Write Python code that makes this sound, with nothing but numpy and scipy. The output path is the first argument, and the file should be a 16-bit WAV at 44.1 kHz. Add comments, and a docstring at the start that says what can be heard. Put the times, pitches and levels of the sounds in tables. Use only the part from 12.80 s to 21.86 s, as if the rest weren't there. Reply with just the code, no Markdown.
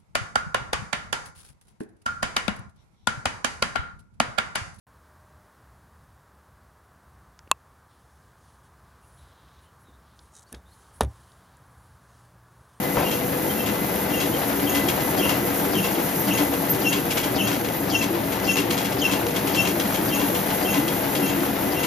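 """Droning gears and a thumping beat: a sheet-fed printing press, heard while walking beside its feeder.
Each sheet brings cam thumps, a paper swish, a suction chirp, valve whistles and a double gripper clack.
Loose steel arms rattle, pawls click, short thin squeaks recur, and now and then a heavy lever clunks.
Behind them the frame rumbles, blower air hisses at the pile, a pump whines, and a motor and fan hum."""
import sys
import numpy as np
from scipy import signal
from scipy.fft import rfft, irfft, next_fast_len
from scipy.io import wavfile

SR = 44100
rng = np.random.default_rng(int(sys.argv[2]) if len(sys.argv) > 2 else 0)


def dump_mix(stems):
    """Bounce the given channels to the path in sys.argv[1] as a 16-bit WAV at rate SR."""
    frames = np.atleast_2d(stems).T  # one column per channel
    limited = np.clip(frames, -1, 1)  # hard clip at full scale
    pcm = np.round(limited * 32767).astype(np.int16)
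    wavfile.write(sys.argv[1], SR, pcm)


N = 399546
TIME = np.arange(N) / SR
FFT_SIZE = next_fast_len(N + SR)
CYCLE_S = .5445   # one sheet
CYCLE_STARTS_S = np.arange(0, TIME[-1], CYCLE_S)

# nearness along the walk: time_s, body_db, air_db, feeder_db
WALK = [(0, -1, 4.5, -22), (1, -0.8, 6, -9), (2.3, 1.5, 7.5, 13.5), (3.4, 1, 7.5, 3), (4.2, -1, 5, 15.5),
        (5.3, -1.5, 3, 16), (6.2, -1, 3, 8.5), (7.5, 1.5, 8, 6), (9.06, 0.5, 4.5, 9)]
# suckers sealing: time_s, level_db, pitch_hz, half_length_s, glide_hz, rasp_hz, skid_db
CHIRPS = [(0.269, -34, 2790, .018, 50, 25, -48), (.801, -33, 2690, 0.02, 50, 25, -51),
          (1.345, -31.5, 2770, 0.016, 201, 50, -47), (1.9, -36, 2776, 0.027, 100, 100, -44),
          (2.444, -27.5, 2780, 0.028, 79.6, 110, -46), (2.99, -29, 2700, .012, 80, 70, -34),
          (3.519, -28, 2764, 0.017, 151.5, 110, -42), (4.073, -22.5, 2727, 0.018, 300, 24, -41),
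          (4.615, -25, 2810, 0.015, 600, 130, -30), (5.156, -18.5, 2710, .0108, 349, 25, -36),
          (5.699, -20, 2720, 0.017, 151, 19, -45), (6.256, -20.5, 2704, .016, 443, 46, -32),
          (6.798, -19, 2720, 0.02, 40, 25, -39), (7.339, -28, 2740, .015, 397, 90, -37),
          (7.896, -28.5, 2720, .025, 150, 45, -49), (8.449, -32, 2720, .022, 150.4, 45, -49),
          (8.981, -32, 2740, .018, 100, 48, -49)]
# steel arm modes: pitch_hz, width_hz, level_db
ARM_MODES = [(2195, 110, -18), (2813, 78, -14), (3265, 90, -11), (5250, 300, -17), (6270, 300, -22)]
# steel contact spectrum: freq_hz, density_db
STEEL_SPECTRUM = [(400, -86), (1000, -54), (1500, -55), (2300, -52.5), (3300, -54.5), (4200, -56),
                  (5500, -60), (7300, -56.5), (10000, -57.5), (15000, -69)]


def from_db(db):
    """Decibels to gain."""
    return 10 ** (np.asarray(db) / 20)


def rms_one(x):
    """Scale to unit rms."""
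    return x / np.sqrt(np.mean(x ** 2) + 1e-20)


def in_time(rows):
    """Each column of a curve at every sample."""
    times_s, *columns = np.transpose(rows)
    return [np.interp(TIME, times_s, c) for c in columns]


def in_frequency(rows):
    """Each column of a spectrum at every FFT bin."""
    hz, *columns = np.transpose(rows)
    bins_hz = np.maximum(np.arange(FFT_SIZE // 2 + 1) * SR / FFT_SIZE, 1)
    return [np.interp(np.log(bins_hz), np.log(hz), c) for c in columns]


def coloured(white, spectrum):
    """Give unit white noise a spectral density in dB."""
    gain = from_db(in_frequency(spectrum)[0])
    return irfft(rfft(white, FFT_SIZE) * gain, FFT_SIZE)[:N] * np.sqrt(SR / 2)


def drift(rate_hz):
    """Smooth random wander, rms 1."""
    step = 40
    pole = np.exp(-2 * np.pi * rate_hz * step / SR)
    white = rng.standard_normal(N // step + 2002)
    slow = signal.lfilter([1], [1, -2 * pole, pole * pole], white)[2000:]
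    return np.interp(np.arange(N) / step, np.arange(len(slow)), rms_one(slow))


def resonant_noise(hz, width_hz):
    """Noise twice through one resonance, rms 1."""
    radius = np.exp(-np.pi * 1.5 * width_hz / SR)
    section = [1, 0, -1, 1, -2 * radius * np.cos(2 * np.pi * hz / SR), radius * radius]
    return rms_one(signal.sosfilt([section, section], rng.standard_normal(N + SR))[SR:])


def grains(per_s, spread_db):
    """Random tiny contacts of uneven size, rms 1."""
    sizes = from_db(spread_db * np.minimum(rng.exponential(1, N), 4)) * rng.standard_normal(N)
    return rms_one(sizes * (rng.random(N) < per_s / SR))


def tone(hz):
    """Sine on a pitch curve, rms 1."""
    return np.sqrt(2) * np.sin(2 * np.pi * (np.cumsum(hz) / SR + rng.random()))


def add(track, start_s, sound):
    """Mix a sound into a track."""
    at = int(round(start_s * SR))
    first, last = max(at, 0), min(at + len(sound), N)
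    if last > first:
        track[first:last] += sound[first - at:last - at]


def bell(t, db, half_s):
    """Gaussian envelope, peak at t = 0."""
    return from_db(db) * np.exp(-(t / half_s) ** 2)


def swells(rows):
    """Envelope of bells from rows of time_s, level_db, half_length_s."""
    out, t = np.zeros(N), np.arange(-SR // 5, SR // 5) / SR
    for at_s, db, half_s in rows:
        add(out, at_s + t[0], bell(t, db, half_s))
    return out


def feeder_db(at_s):
    """Nearness of the feeder."""
    return np.interp(at_s, [row[0] for row in WALK], [row[3] for row in WALK])


def tone_pulse(hz, swell_s):
    """A sine that swells and dies."""
    t = TIME[:SR // 4]
    envelope = (t / swell_s) ** 2 * np.exp(-t / swell_s) * np.e ** 2 / 4   # peak 1
    return envelope * np.sin(2 * np.pi * hz * t)


def cams(uneven_db=1.86, detune_share=0.018, jitter_s=0.002015):
    """Each cam loads its linkage once a cycle, nearly alike every time."""
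    # strokes in one cycle: offset_s, pitch_hz, level_db, swell_s
    strokes = [(.002, 665, -36.5, 0.0092), (.075, 286.7, -33, 0.014), (.085, 335.6, -35, 0.013),
               (.092, 891, -35, 0.0088), (0.114, 387.8, -35, 0.022), (.15, 119, -42.5, 0.0044),
               (.192, 759, -37.5, 0.013), (0.189, 291.4, -27.5, 0.01), (.192, 632.5, -34, 0.0073),
               (.205, 366, -31, 0.012), (.222, 299.5, -27.5, 0.0076), (.25, 115.5, -45.5, 0.016),
               (.225, 192.5, -33, 0.021), (.31, 1023, -38.5, 0.012), (0.331, 291.6, -26.5, 0.01),
               (.335, 391.5, -33, 0.0096), (.395, 333.7, -27.5, 0.0092), (.425, 478.4, -33, 0.024),
               (0.437, 338, -27, 0.01)]
    out = np.zeros(N)
    for start_s in CYCLE_STARTS_S:
        for offset_s, hz, db, swell_s in strokes:
            late, force, detune = rng.standard_normal(3)
            ring = tone_pulse(hz * (1 + detune_share * detune), swell_s)
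            add(out, start_s + offset_s + jitter_s * late, from_db(db + uneven_db * force) * ring)
    return out


def gears(waver_hz=0.18, flutter_db=2.5):
    """Gear and motor tones, wavering slightly."""
    # drive tones: pitch_hz, level_db
    tones = [(40.4, -58), (61, -51.5), (80, -51), (146.9, -46.5), (164.3, -42.5), (184.8, -42),
             (279, -38.5), (323, -43), (474, -46.5)]
    return sum(from_db(db + flutter_db * drift(1.7)) * tone(hz + waver_hz * drift(2.9))
               for hz, db in tones)


def frame(throb_db=1.5, throb_peak_s=0.3):
    """The drive shakes the frame; its panels throb with the load of each sheet."""
    # frame rumble: freq_hz, density_db
    spectrum = [(28, -90), (48, -84), (70, -68), (115, -59), (200, -53.5), (300, -55.5), (420, -58.5),
                (600, -63.5), (1000, -90)]
    # panel modes: pitch_hz, width_hz, level_db
    panels = [(118.4, 18, -44), (206, 17, -40.5), (280.1, 14, -39.5), (332, 22, -44), (386.4, 10.4, -43),
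              (478.4, 21.6, -41.5), (661, 36, -45.5)]
    load = from_db(throb_db * np.cos(2 * np.pi * (TIME - throb_peak_s) / CYCLE_S))
    rumble = coloured(rng.standard_normal(N), spectrum)
    return rumble + load * sum(from_db(db) * resonant_noise(hz, width_hz) for hz, width_hz, db in panels)


def clunks(crack_db=2, crack_s=0.046, snap_db=1.5, snap_s=0.0025):
    """A heavy lever drops home: snap, dull rattle, ringing steel."""
    # blows and rebounds: start_s, force_db
    blows = [(.170, -1.5), (.187, -15), (.199, -14.5), (.229, -18), (2.455, -6.5), (2.492, -16),
             (3.59, -11), (4.563, -10), (7.7, -14)]
    # frame modes: pitch_hz, level_db, t60_s
    modes = [(74, -30, .3), (125, -23.5, 0.22), (370, -45, 0.17), (448, -29, 0.11), (590, -28, .16),
             (630, -32, 0.2), (770, -25, 0.28), (807, -34, 0.16), (960, -22, .12), (1105, -31, 0.11),
             (1790, -42, .12), (1900, -40, .15)]
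    # impact noise: freq_hz, density_db
    spectrum = [(150, -67), (450, -48), (850, -54), (1300, -62), (2100, -64), (3300, -72), (5000, -76),
                (10000, -94)]
    rings, cracks, t = np.zeros(N), np.zeros(N), TIME[:SR // 2]
    decay = from_db(crack_db) * np.exp(-t / crack_s) + from_db(snap_db) * np.exp(-t / snap_s)
    for start_s, force_db in blows:
        for hz, db, t60_s in modes:
            ring = from_db(force_db + db - 60 * t / t60_s) * np.sin(2 * np.pi * hz * t)
            add(rings, start_s, rng.choice([-1, 1]) * ring)
        add(cracks, start_s, from_db(force_db) * decay)
    return rings + cracks * coloured(grains(8000, 1.7), spectrum)


def thuds_and_hum_swell(swell_s=0.011):
    """Occasional dull low thuds and a brief swell of hum near 480 Hz."""
    # low tone pulses: start_s, pitch_hz, level_db
    pulses = [(2.401, 188, -27), (2.445, 284, -26), (2.971, 120, -31), (3.465, 189, -22.5),
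              (3.585, 290, -21), (4.123, 190, -25), (4.492, 126, -35), (6.126, 119, -26), (6.456, 481, -22),
              (6.526, 478, -25), (6.774, 117, -27), (7.19, 326, -26), (7.409, 288.5, -24),
              (7.429, 199, -28), (7.815, 290, -23), (7.96, 288, -24), (8.515, 194, -29)]
    out = np.zeros(N)
    for start_s, hz, db in pulses:
        add(out, start_s, from_db(db) * tone_pulse(hz, swell_s))
    return out


def suction(glide_s=0.01176, rebound_hz=2710, rebound_rasp_hz=70, octave_db=-15, hose_follows=0.29):
    """Suckers seal with a whistle that slides onto pitch; they rebound, and air keeps the hose ringing."""
    # rebound squeaks: time_s, level_db, half_length_s
    rebounds = [(3.044, -34, 0.0053), (4.13, -37, .006), (5.217, -24.5, .007), (5.758, -27, 0.0041),
                (5.789, -23, .007), (6.306, -30, 0.0088), (6.338, -32, 0.0056), (6.861, -31, 0.0093)]
    # hose resonances: pitch_hz, width_hz, level_db, delay_s, half_length_s
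    hose_modes = [(3167, 70, -41, 0.016, .055), (2720, 93, -37.5, 0.055, 0.064)]
    out, t = np.zeros(N), np.arange(-SR // 10, SR // 10) / SR
    wobble = drift(130.4)
    octave = from_db(octave_db) * rms_one(from_db(3 * drift(250)))
    for k, (at_s, db, hz, half_s, glide_hz, rasp_hz, _) in enumerate(CHIRPS):
        part = slice(k * len(t), (k + 1) * len(t))
        slide_hz = glide_hz / (1 + np.exp(2 * (t + half_s) / glide_s + 1))
        pitch_hz = hz + slide_hz + rasp_hz * wobble[part]
        whistle = tone(pitch_hz) + octave[part] * tone(2 * pitch_hz)
        add(out, at_s + t[0], bell(t, db, half_s) * whistle)
    pitch_hz = rebound_hz + rebound_rasp_hz * wobble
    out += swells(rebounds) * (tone(pitch_hz) + octave * tone(2 * pitch_hz))
    mean_db = np.mean([row[1] for row in CHIRPS])
    for hz, width_hz, mode_db, delay_s, half_s in hose_modes:
        rings = [(s + delay_s, mode_db + hose_follows * (db - mean_db), half_s) for s, db, *_ in CHIRPS]
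        out += swells(rings) * resonant_noise(hz, width_hz)
    roughness = from_db(1.6 * drift(130))
    return out * roughness


def clack_envelope(gain_db=1.5, tail_db=-12, tail_s=0.032, bounce_s=0.018, bounce_db=-7.5,
                   rattles_per_s=6.5, rattle_db=-39.5, chatter_db=1.5):
    """Steel contacts chatter and the feeder rings out: loose arms, bouncing grippers, random ticks."""
    # loose arms clacking out of step: start_s, level_db
    clacks = [(2.083, -26), (2.491, -25.5), (4.311, -32), (4.37, -26), (4.438, -32), (5.52, -32),
              (5.903, -26.5), (5.976, -28.5), (6.045, -31), (6.559, -29.5), (6.67, -30.5), (6.745, -28),
              (6.87, -28.5), (6.996, -30.5), (7.142, -31.5), (7.546, -29), (7.702, -34), (8.078, -30.5),
              (8.35, -30)]
    # grippers closing on each sheet: start_s, level_db
    grippers = [(.312, -31), (.858, -32), (1.401, -28.5), (1.948, -28), (2.492, -39), (3.04, -30),
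                (3.573, -27), (4.125, -26.5), (4.673, -28), (5.216, -30.5), (5.767, -24.5), (6.312, -27.5),
                (6.85, -30.5), (7.393, -32), (7.939, -28.5), (8.489, -34), (9.03, -28.5)]
    grips = grippers + [(s + bounce_s, db + bounce_db) for s, db in grippers]
    rattles = [(s, rattle_db + 0.53 * feeder_db(s)) for s in TIME[rng.random(N) < rattles_per_s / SR]]
    power, t = np.zeros(N), TIME[:SR // 4]
    tail = from_db(tail_db) * np.exp(-t / tail_s)
    for blows, attack_s, decay_s in (clacks, .0011, .033), (grips, .0015, .037), (rattles, .0011, .013):
        shape = (1 - np.exp(-t / attack_s)) * (np.exp(-t / decay_s) + tail)
        for start_s, db in blows:
            add(power, start_s, (from_db(db + gain_db) * shape) ** 2)
    return np.sqrt(power) * rms_one(from_db(chatter_db * drift(180)))


def clicks(crack_db=-3.0, crack_s=0.0019, ring_db=-14, ring_s=0.0046, uneven_db=2.0, detune_share=0.059):
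    """A pawl strikes: a dry crack and a brief steel ring, different each time."""
    # pawl and link strikes: start_s, level_db
    strikes = [(4.317, -30), (4.373, -19), (4.383, -19), (4.441, -21.5), (4.672, -21), (4.684, -22),
               (4.718, -21), (4.812, -25), (4.857, -29), (4.887, -24), (4.921, -25), (5.241, -18),
               (5.534, -25), (5.60, -22), (5.757, -21), (5.909, -23), (6.467, -20), (6.566, -20),
               (6.673, -25), (6.752, -25), (6.875, -20), (6.893, -22), (7, -19), (7.089, -28), (7.417, -26)]
    rings, cracks, t = np.zeros(N), np.zeros(N), TIME[:SR // 10]
    for start_s, db in strikes:
        add(cracks, start_s, from_db(db + crack_db) * np.exp(-t / crack_s))
        for hz, *_ in ARM_MODES:
            force, detune = rng.standard_normal(2)
            ring = np.exp(-t / ring_s) * np.sin(2 * np.pi * hz * (1 + detune_share * detune) * t)
            add(rings, start_s, from_db(db + ring_db + uneven_db * force) * ring)
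    return rings + cracks * rms_one(coloured(rng.standard_normal(N), STEEL_SPECTRUM))


def valves(low_hz=6570, top_hz=14560, unsteady_hz=45, rough_db=-5.5, linger_db=-10, linger_s=.04,
           top_lead_s=0.0092, top_half_s=.011, spit_db=-41, spit_offset_s=0.277, spit_half_s=0.034):
    """Air squeezes through a closing valve: two rough whistles, the lower lingering, and a spit of hiss."""
    # valve closings: time_s, low_db, top_db, half_length_s
    closings = [(.853, -44, -56, .026), (1.393, -37.5, -50, .024), (1.908, -34, -38, .018),
                (2.45, -49, -52, .02), (3.002, -45, -50, .014), (3.545, -30.5, -37, .016),
                (4.093, -35, -46, .017), (4.648, -39, -50, .026), (5.185, -36, -44, .014),
                (5.737, -37, -52, .02), (6.222, -41, -56, .02), (6.819, -41, -54, .014),
                (7.361, -35.5, -48, .019), (7.92, -36.5, -38.5, .022), (8.478, -40, -52, .022),
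                (9.008, -40, -48, .02)]
    low = swells([(s, db, half_s) for s, db, _, half_s in closings])
    low += swells([(s + linger_s, db + linger_db, linger_s) for s, db, *_ in closings])
    top = swells([(s - top_lead_s, db, top_half_s) for s, _, db, _ in closings])
    whistles = low * tone(low_hz + unsteady_hz * drift(282))
    whistles += top * tone(top_hz + unsteady_hz * drift(240))
    roughness = rms_one(from_db(rough_db * drift(108.8)))
    spit = swells([(s + spit_offset_s, spit_db + 0.52 * feeder_db(s), spit_half_s)
                   for s in CYCLE_STARTS_S])
    return whistles * roughness + spit * resonant_noise(hz=11000, width_hz=450)


def paper_lift(offset_s=0.21, level_db=-42.0, half_s=0.014):
    """The top sheet peels off the pile once a cycle."""
    # paper swish: freq_hz, density_db
    spectrum = [(1500, -94), (3200, -78), (4700, -47), (6000, -59), (9000, -75), (15000, -78)]
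    peeling = swells([(s + offset_s, level_db + 0.59 * feeder_db(s), half_s) for s in CYCLE_STARTS_S])
    return peeling * rms_one(coloured(grains(5000, 3.2), spectrum))


def squeaks(half_s=0.014, unsteady_hz=60):
    """Brief whistles near 3.15 kHz, mostly just before the suction chirp, and a few much higher ones."""
    # short thin squeaks: time_s, pitch_hz, level_db
    events = [(.707, 3136, -38), (1.545, 3130, -36), (1.88, 3190, -33), (2.402, 3180, -30),
              (2.96, 3180, -31), (3.41, 13385, -27), (3.911, 13420, -19), (4.97, 13480, -33),
              (5.94, 6450, -39), (6.228, 3130, -29), (6.775, 3190, -30), (7.862, 3160, -35)]
    out, t = np.zeros(N), np.arange(-SR // 10, SR // 10) / SR
    wobble = drift(256)
    for k, (at_s, hz, db) in enumerate(events):
        pitch_hz = hz + unsteady_hz * wobble[k * len(t):(k + 1) * len(t)]
        add(out, at_s + t[0], bell(t, db, half_s) * tone(pitch_hz))
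    return out


def skids(start_hz=5000, end_hz=2850, lead_s=.052, fall_s=.02, rasp_hz=170, peak_lead_s=.019, half_s=.028):
    """Rubber suckers skid on the paper before sealing: a raspy squeak falling towards the chirp."""
    out, t = np.zeros(N), np.arange(-SR // 8, SR // 8) / SR
    pitch_hz = end_hz + (start_hz - end_hz) / (1 + np.exp(2 * (t + lead_s) / fall_s))
    sweep = np.sin(2 * np.pi * np.cumsum(pitch_hz) / SR)
    for at_s, *_, db in CHIRPS:
        add(out, at_s + t[0], bell(t + peak_lead_s, db, half_s) * sweep)
    # complex low-passed noise smears the sweep into a band
    rasp = signal.sosfilt(signal.butter(2, rasp_hz, fs=SR, output="sos"), rng.standard_normal((2, N)))
    return np.real(signal.hilbert(out, FFT_SIZE)[:N] * (rms_one(rasp[0]) + 1j * rms_one(rasp[1])))


def lip_hiss(hz=6200, width_hz=1500, gain_db=-18, delay_s=.012, half_s=0.071):
    """Faint hiss at the sucker lips, louder on a hard seal."""
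    sealing = swells([(s + delay_s, db + gain_db, half_s) for s, db, *_ in CHIRPS])
    return sealing * resonant_noise(hz, width_hz)


def rollers():
    """Dense tiny contacts of the turning rollers."""
    # roller noise: freq_hz, density_db
    spectrum = [(250, -84), (500, -60), (850, -59), (1100, -65.5), (1700, -65.5), (2400, -70.5),
                (3300, -73.5), (4000, -75.5), (6500, -83), (10000, -84.5)]
    return coloured(grains(6000, 0.91), spectrum)


def air_jet():
    """Blower air hisses at the pile."""
    # jet hiss: freq_hz, density_db
    spectrum = [(3000, -102), (6500, -83.5), (8000, -83), (9500, -80), (11000, -73.5), (12600, -74),
                (13300, -77.5), (14500, -80), (16000, -103)]
    return coloured(rng.standard_normal(N), spectrum)


def pump(gain_db=-3.5, wander_db=2.0, rough_db=2.5, unsteady_hz=10):
    """The pump's thin, rough whine surges and sinks."""
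    # whine curve: time_s, pitch_hz, level_db
    whine = [(0.0, 2016, -38), (0.38, 2020, -44), (1.46, 2015, -40), (1.54, 2008, -50), (2.04, 2019, -32),
             (2.09, 2007, -48), (2.24, 2018, -36.5), (2.6, 2014, -42.5), (3.53, 2012, -45),
             (3.99, 2018, -46), (4.04, 2011, -43), (5.48, 2016, -50), (5.62, 2007, -42.5),
             (7.67, 2022, -50), (7.69, 2017, -41), (8.04, 2020, -37), (8.2, 2018, -44), (8.83, 2020, -43),
             (9.03, 2010, -35), (9.06, 2015, -37)]
    hz, db = in_time(whine)
    level_db = db + gain_db + wander_db * drift(5) + rough_db * drift(46)
    return from_db(level_db) * tone(hz + unsteady_hz * drift(26.79))


def motor(hz=111, unsteady_hz=3, flutter_db=2.5):
    """Low motor hum that comes and goes along the walk."""
    # hum curve: time_s, level_db
    hum = [(0, -52), (4.1, -46), (4.6, -42.5), (5.2, -40), (5.5, -49.5), (6.1, -41), (7.0, -40.5),
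           (7.3, -43), (9.06, -52)]
    return from_db(in_time(hum)[0] + flutter_db * drift(6)) * tone(hz + unsteady_hz * drift(8.1))


def fan(hz=497, start_db=-36.5, fade_db_per_s=4, far_db=-52, wander_db=-1.5, unsteady_hz=5):
    """A cooling fan hums where the walk begins, then falls behind."""
    level_db = np.maximum(start_db - fade_db_per_s * TIME, far_db)
    return from_db(level_db + wander_db * drift(1.7)) * tone(hz + unsteady_hz * drift(8.1))


def workshop(points, spread, room_t60_s=0.25, room_db=-10.5):
    """Point sources reach two ports out of step, with some room; wide sources are only partly shared."""
    # microphone ports: freq_hz, shared_fraction, left_lead_rad, left_minus_right_db
    ports = [(60.0, 0.95, 0.09, 1.0), (150.0, 0.97, 0.36, 1.5), (300.0, 0.92, 0.6, 2.4),
             (550.0, 0.79, 0.97, 6.3), (1000.0, 0.53, 1.15, 6.0), (1700.0, 0.1, -0.57, 3.6),
             (2750.0, 0.62, 0.81, 5.1), (4500.0, 0.46, 0.59, 4.4), (6500.0, 0.62, -1.01, 3.6),
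             (7700.0, 0.83, -2.93, 0.9), (8700.0, 1.0, -3.14, -0.0), (10000.0, 0.78, -3.74, -0.2),
             (11200.0, 0.72, -4.79, -0.1), (12800.0, 0.92, -6.11, 0.0), (15000.0, 1.0, -6.28, -0.0)]
    shared, lead_rad, balance_db = in_frequency(ports)
    shared = np.clip(shared, 0, 1)
    t, sides = TIME[:SR // 2], np.array([[1], [-1]])
    echoes = rng.standard_normal((2, len(t))) * from_db(-60 * t / room_t60_s)
    echoes /= np.sqrt(np.sum(echoes ** 2, axis=1, keepdims=True))
    room = from_db(room_db) * rfft(echoes, FFT_SIZE)
    direct = np.exp(.5j * lead_rad * sides)
    wide = rfft(spread, FFT_SIZE)   # rows: shared, left, right
    heard = rfft(points, FFT_SIZE) * (direct + room)
    heard += np.sqrt(shared) * direct * wide[0] + np.sqrt(1 - shared) * wide[1:]
    return irfft(heard * from_db(.5 * balance_db * sides), FFT_SIZE)[:, :N]


def scene():
    """The whole press in stereo, levels following the walk."""
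    body_db, air_db, near_feeder_db = in_time(WALK)
    drive_gain = from_db(0.37 * body_db)
    cam_gain = from_db(body_db + 0.22 * near_feeder_db)   # some cams sit in the feeder
    roller_gain = from_db(0.74 * body_db + 1.07 * drift(20.0))
    air_gain = from_db(air_db + 1.3 * drift(21))
    clacking = clack_envelope()

    def surfaces():
        """Wide noise sources as radiated in one direction."""
        steady = drive_gain * frame() + roller_gain * rollers() + air_gain * air_jet()
        contacts = clacking * rms_one(coloured(grains(12000, 0.81), STEEL_SPECTRUM))
        return steady + contacts + paper_lift()

    hums = drive_gain * gears() + fan() + pump() + motor()
    arms = clacking * sum(from_db(db) * resonant_noise(hz, width_hz) for hz, width_hz, db in ARM_MODES)
    points = hums + arms + cam_gain * cams() + suction() + skids() + lip_hiss()
    points += clicks() + valves() + thuds_and_hum_swell() + squeaks() + clunks()
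    return workshop(points, np.array([surfaces(), surfaces(), surfaces()]))


def record(dry):
    """Steep treble cut."""
    cutoff_hz = 15500
    return signal.sosfilt(signal.ellip(12, .1, 90, cutoff_hz, fs=SR, output="sos"), dry)


dry = scene()
out = record(dry)
dump_mix(out)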